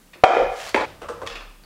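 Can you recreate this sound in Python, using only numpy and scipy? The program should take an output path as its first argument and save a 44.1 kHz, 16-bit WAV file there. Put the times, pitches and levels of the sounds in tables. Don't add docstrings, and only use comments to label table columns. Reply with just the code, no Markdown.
import sys
import numpy as np
from scipy import signal
from scipy.fft import rfft, irfft
from scipy.io import wavfile
from scipy.ndimage import uniform_filter1d

SR = 44100
rng = np.random.default_rng(int(sys.argv[2]) if len(sys.argv) > 2 else 0)


def convert_level_to_amplitude(level_db):
    exponent = np.asarray(level_db, float) / 20
    return 10 ** exponent


def generate_wav(sig):
    pcm = np.round(np.clip(np.atleast_2d(sig).T, -1, 1) * 32767).astype(np.int16)
    wavfile.write(sys.argv[1], SR, pcm)


N = 72765

# (time [s], level [dB], contact [ms], chatter [ms], pitch favoured by the spot struck [Hz])
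BOWL_HITS = [(.2360, 0.5, 0.17, 0.19, 700), (.2378, 8.5, 0.079, 0.47, 700), (.2428, 6, 0.089, .2, 700),
             (.2515, -7, 0.26, 4, 600), (.260, -7, 0.12, 3, 720), (.268, -6, 0.3, 2.3, 1200),
             (.2895, -3, 0.21, 2.3, 763), (.304, -2.5, 0.11, 2.4, 730), (.313, -13, 0.12, 6.6, 1370),
             (.333, -3.5, 0.1, 5.4, 760), (.346, -7, 0.053, 5.8, 720), (.3665, -2, 0.46, 2.7, 495),
             (.367, -13.5, 0.064, 1.8, 2200), (.382, -7.5, 0.37, 2.9, 650), (.394, -19, 0.3, 5.5, 516),
             (.408, -14, 0.24, 1.2, 560), (.422, -12.5, 0.079, 2, 640), (.432, -13.5, 0.49, 3, 500),
             (.445, -26.5, 0.1, 1.6, 730), (.458, -18, 0.18, 5.7, 680)]
KNOCK_HITS = [
    (.7447, -4, 0.1, 0.46, 2453),
    (.7470, -3, 0.11, 2.55, 586),
    (.760, -7.5, 0.071, 2.8, 815),
    (.775, -10.5, 0.099, 12, 880),
    (.796, -20.5, 0.23, 14, 806),
    (.808, -8, 0.1, 9.2, 720),
    (.832, -29, 0.053, 5.2, 880),
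]
PAD_HITS = [
    (.155, -32, 0.22, 28, 417),
    (1.016, -18.5, 0.081, 81, 557),
    (1.03, -29.5, 0.12, 4.5, 540),
    (1.0855, -17, 0.036, 15, 1100),
    (1.090, -17, 0.34, 24, 483),
    (1.112, -26.5, 0.22, 5.2, 480),
    (1.2165, -21.5, 0.052, 8.0, 1240),
    (1.219, -21.5, .3, 2.9, 480),
    (1.230, -20, 0.13, 4, 512),
]
RATTLE_HITS = [(.1325, -28, 0.07, 18, 2255), (1.2645, -22.5, 0.02, 4, 7400),
               (1.273, -14.5, 0.035, 3.3, 3470), (1.284, -36, 0.086, 2.5, 3470),
               (1.298, -29, 0.11, 3.1, 2620), (1.311, -32, 0.054, 3.8, 2480),
               (1.324, -24.5, 0.055, 5.8, 1480), (1.337, -27, 0.12, 7.9, 1490),
               (1.355, -20.5, 0.074, 11, 2550), (1.363, -27, 0.059, 3.4, 2500),
               (1.370, -30, 0.15, 3.4, 1250), (1.401, -35.5, 0.08, 4.8, 2930),
               (1.406, -25, 0.073, 7.3, 2180), (1.42, -33, 0.14, 5.9, 1300),
               (1.445, -40.5, 0.065, 3.7, 1300), (1.636, -40, 0.045, 6.1, 4300)]
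SLIDE_TICKS = [
    (.65, -50, 0.018, 1.5, 4170),
    (.691, -27, 0.011, 2.8, 4140),
    (.712, -39, .02, 3.0, 4200),
]

# (frequency [Hz], level [dB], decay t60 [s])
BOWL_MODES = [(403, -22.5, 0.05), (495, -6, 0.13), (546, 3.5, 0.06), (656.4, -2, 0.026),
              (730.4, 4.5, 0.031), (952, -8.5, 0.07), (1152, -5.5, 0.052), (1370, 12, 0.012),
              (1711, -0.5, 0.077), (2082, 7, 0.0068), (2454, 2, 0.062), (3137, -0.5, 0.04),
              (3750, -7, 0.045), (5400, -25.5, 0.011)]
BLOCK_MODES = [(314, -22.5, 0.24), (415, -15, 0.13), (520, -6.5, 0.039), (585, 1, 0.021), (720, -6, 0.02),
               (877, -5, 0.075), (978, 9.5, 0.0078), (1406, -6, 0.074), (1680, 8.5, 0.01),
               (2232, 9.5, 0.0038), (2658, 1, 0.0098), (3290, 2.5, 0.008), (4160, 1.5, 0.0097),
               (4450, -1.5, 0.0055)]
PAD_MODES = [(215, -15, 0.17), (370, -4, 0.04), (476.3, 0, 0.031), (547, -5.5, 0.0472),
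             (741, -24.5, 0.0046), (1175, 15, 0.0079), (1147, 1.5, 0.021), (1350, -5, 0.019),
             (2032, 1.5, 0.0155), (2650, 7, 0.0024), (4000, -15, 0.011), (5130, -37, 0.0028),
             (8800, 10, 0.0068)]
RACK_MODES = [(1030, -18, 0.029), (1242, 5.5, 0.0046), (1786, -1.5, 0.015), (2590, 3, 0.0046),
              (2990, -8.5, 0.022), (3480, -2.5, 0.007), (4395, -8.5, 0.023), (4910, -0.5, 0.0041),
              (7400, -11, 0.0054), (7800, -23, 0.0069)]
# (frequency [Hz], t60 [s])
KITCHEN_DECAY = [(100, 0.37), (400, 0.43), (800, 0.64), (2000, 0.6), (5000, 0.66), (12000, 0.11)]

# (time [s], level [dB])
SLIDE_LEVEL = [(0.48, -73), (0.496, -62.5), (0.602, -45.5), (0.698, -45), (0.736, -63), (0.75, -40)]
# (time [s], level [dB])
SHUFFLE_LEVEL = [(1.262, -39), (1.275, -44), (1.36, -43), (1.42, -53), (1.5, -71), (1.58, -92.5)]
# (time [s], level [dB])
SWAY_LEVEL = [(0, -67), (.06, -58), (.25, -77), (.31, -55.5), (.38, -61), (.42, -39), (.47, -44),
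              (.51, -42.5), (.55, -59), (.8, -61.5), (1.1, -58), (1.27, -70), (1.32, -45), (1.5, -44.5),
              (1.55, -52), (1.6, -50), (1.65, -56.5)]
# (time [s], level [dB])
STIR_LEVEL = [(0, -77), (.22, -65), (.3, -50.5), (.48, -47), (.56, -64.5), (.74, -54.5), (.8, -46),
              (1.0, -56.5), (1.26, -47), (1.32, -60.5), (1.65, -73)]
# (time [s], level [dB])
NEW_SHOT_LEVEL = [(.853, -66), (.858, -42), (.9, -43.5), (.95, -49.5), (1.02, -55), (1.1, -72)]

# (frequency [Hz], level [dB per Hz])
SLIDE_COLOUR = [(180, -31), (300, -25.5), (667, -8), (725, -27.5), (842, -13.5), (2210, -13), (2930, -16),
                (7080, -22), (16000, -40)]
# (frequency [Hz], level [dB per Hz])
AIR_COLOUR = [(59, -28), (100, -48.5), (129, -7.5), (174, -2.5), (638, -13), (897, -13), (5370, -21.5),
              (9150, -21.5), (16300, -25)]
# (frequency [Hz], level [dB per Hz])
NEW_SHOT_COLOUR = [(100, -24.5), (270, -2), (550, 0.5), (1200, -6.5), (2500, -11), (5000, -19), (9000, -32),
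                   (16000, -52)]
# (frequency [Hz], level [dB per Hz])
RUMBLE_COLOUR = [(15, -48), (30, -15), (80, -11.0), (160, -17.5), (320, -43.5), (2000, -98.5)]

AIR_DB, SWAY_HZ = -56.5, 34.5
CHANGE_S, LEFT_AFTER_CHANGE_DB = .8555, -24
SPOT_DB, SPOT_DETUNE = 2.0, .012
FAVOUR_DB, FAVOUR_WIDTH, FAVOUR_RING = 11, 0.14, 0.57
DUCK_FROM_DB, DUCK_SHARE, RECOVER_DB_PER_S = -12.5, 0.63, 80


def evened(x):
    return x / np.sqrt(np.mean(x ** 2) + 1e-20)


def curve(points):
    s, db = np.transpose(points)
    return convert_level_to_amplitude(np.interp(np.arange(N) / SR, s, db, left=-120, right=-120))


def coloured(x, points):
    f, db = np.transpose(points)
    hz = np.fft.rfftfreq(len(x), 1 / SR)
    gain = convert_level_to_amplitude(np.interp(np.log(hz + 1), np.log(f), db))
    return evened(irfft(rfft(x) * gain, len(x)))


def grit(per_s, spread_db):
    size = rng.standard_normal(N) * convert_level_to_amplitude(spread_db * np.minimum(rng.exponential(1, N), 4))
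    return size * (rng.random(N) < per_s / SR)


def ring(modes):
    t = np.arange(SR // 8) / SR
    h = np.zeros(len(t))
    for k, (hz, db, t60) in enumerate(modes):
        sign = (-1) ** (k * (hz > 800))
        h += sign * convert_level_to_amplitude(db - 60 * t / max(t60, .004)) * np.sin(2 * np.pi * hz * t)
    return h / abs(h).max()


def kitchen(x, wet_db):
    hz, t, z = signal.stft(rng.standard_normal(SR), SR, nperseg=256)
    f, t60 = np.transpose(KITCHEN_DECAY)
    band_t60 = np.interp(np.log(hz + 1), np.log(f), t60)[:, None]
    tail = signal.istft(z * convert_level_to_amplitude(-60 * t / band_t60), SR, nperseg=256)[1]
    tail *= np.minimum(np.arange(len(tail)) / SR / 0.0017, 1)
    return convert_level_to_amplitude(wet_db) * signal.fftconvolve(x, tail / np.linalg.norm(tail))[:N]


def strike(hits, modes, crack_db, wet_db, shadow_hz, low_hz=210, walls_hz=9300):
    out, t = np.zeros((N + SR, 2)), np.arange(2000) / SR
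    spots = rng.standard_normal((len(hits), len(modes), 2))
    noise = rng.standard_normal((len(hits), 2, 2000))
    for (s, db, ms, chatter_ms, pitch_hz), spot, (size, when) in zip(hits, spots, noise):
        lift = np.exp(-(np.log(np.array(modes)[:, 0] / pitch_hz) / FAVOUR_WIDTH) ** 2)
        struck = []
        for (hz, mode_db, t60), v, w in zip(modes, spot, lift):
            level = mode_db + SPOT_DB * v[0] + FAVOUR_DB * w
            struck.append((hz * (1 + SPOT_DETUNE * v[1]), level, t60 * (1 + FAVOUR_RING * w)))
        body = ring(struck)
        body[:3] += convert_level_to_amplitude(crack_db) * np.array([1, 0, -1])

        u = t / (max(ms, .01) / 2000)
        blow = signal.fftconvolve(body, u * np.exp(-u))
        blow *= convert_level_to_amplitude(db) / abs(blow).max()

        dying = np.exp(-t * 1000 / max(chatter_ms, .1))
        chatter = np.sign(size) * (when > 1.5) * (t > .0006) * dying + (t == 0)
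        near = signal.fftconvolve(blow, chatter)[:len(blow)]
        near *= np.linalg.norm(blow) / np.linalg.norm(near)
        out[round(s * SR):][:len(blow)] += np.transpose([near, blow])
    small_body = signal.butter(4, low_hz, "high", fs=SR, output="sos")
    near, far = signal.sosfilt(small_body, out[:N].T)
    near = signal.lfilter(*signal.butter(2, shadow_hz, fs=SR), near)
    far = signal.lfilter(*signal.butter(2, walls_hz, fs=SR), far)
    return near + kitchen(far, wet_db)


def room_air():
    air = convert_level_to_amplitude(AIR_DB) * coloured(rng.standard_normal(N), AIR_COLOUR)
    return air + curve(NEW_SHOT_LEVEL) * coloured(rng.standard_normal(N), NEW_SHOT_COLOUR)


def sway():
    note = np.sqrt(2) * np.sin(2 * np.pi * SWAY_HZ * np.arange(N) / SR)
    rumble = coloured(rng.standard_normal(N), RUMBLE_COLOUR)
    return curve(SWAY_LEVEL) * note + curve(STIR_LEVEL) * rumble


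def rack():
    shuffle = signal.fftconvolve(grit(1500, 2.5), ring(RACK_MODES))[:N]
    loose = curve(SHUFFLE_LEVEL) * evened(shuffle)
    pads = strike(PAD_HITS, PAD_MODES, 1.3, -3.0, 5500)
    return pads + strike(RATTLE_HITS, RACK_MODES, 1.2, -5.0, 7400) + loose


def knock():
    return strike(KNOCK_HITS, BLOCK_MODES, 5.4, -5.0, 4140, low_hz=270)


def slide():
    hiss = curve(SLIDE_LEVEL) * convert_level_to_amplitude(7.5) * coloured(grit(6000, 0.93), SLIDE_COLOUR)
    catches = strike(SLIDE_TICKS, RACK_MODES[6:], 5.0, -8.0, 16000)
    return hiss + kitchen(hiss, -10.5) + catches


def bowl():
    return strike(BOWL_HITS, BOWL_MODES, 3.0, -5.5, 2200, low_hz=322, walls_hz=6900)


def scene():
    first = bowl() + knock() + slide()
    after = np.clip((np.arange(N) / SR - CHANGE_S) / 0.0011, 0, 1)
    first *= convert_level_to_amplitude(LEFT_AFTER_CHANGE_DB * after)
    return (first + rack() + sway() + room_air())[None]


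def roll_off(x):
    return signal.sosfilt(signal.butter(12, 16410, fs=SR, output="sos"), x)


def record(dry):
    power_db = 10 * np.log10(abs(uniform_filter1d(dry[0] ** 2, size=200, origin=99)) + 1e-12)
    fall = np.arange(N) * RECOVER_DB_PER_S / SR
    fall = fall + 100 * (np.arange(N) > CHANGE_S * SR)
    held_db = np.maximum.accumulate(power_db + fall) - fall
    over_db = np.maximum(held_db - DUCK_FROM_DB, 0)
    lagged_db = uniform_filter1d(over_db, size=500, origin=249)
    ducked = convert_level_to_amplitude(1.44) * dry / convert_level_to_amplitude(DUCK_SHARE * lagged_db)
    clipped = .97 * ducked / (1 + ducked ** 6) ** (1 / 6)
    top_edge = signal.firwin(301, 15900, fs=SR)[None]
    mix = signal.oaconvolve(clipped, top_edge, "same")
    return roll_off(mix)


dry = scene()
out = record(dry)
generate_wav(out)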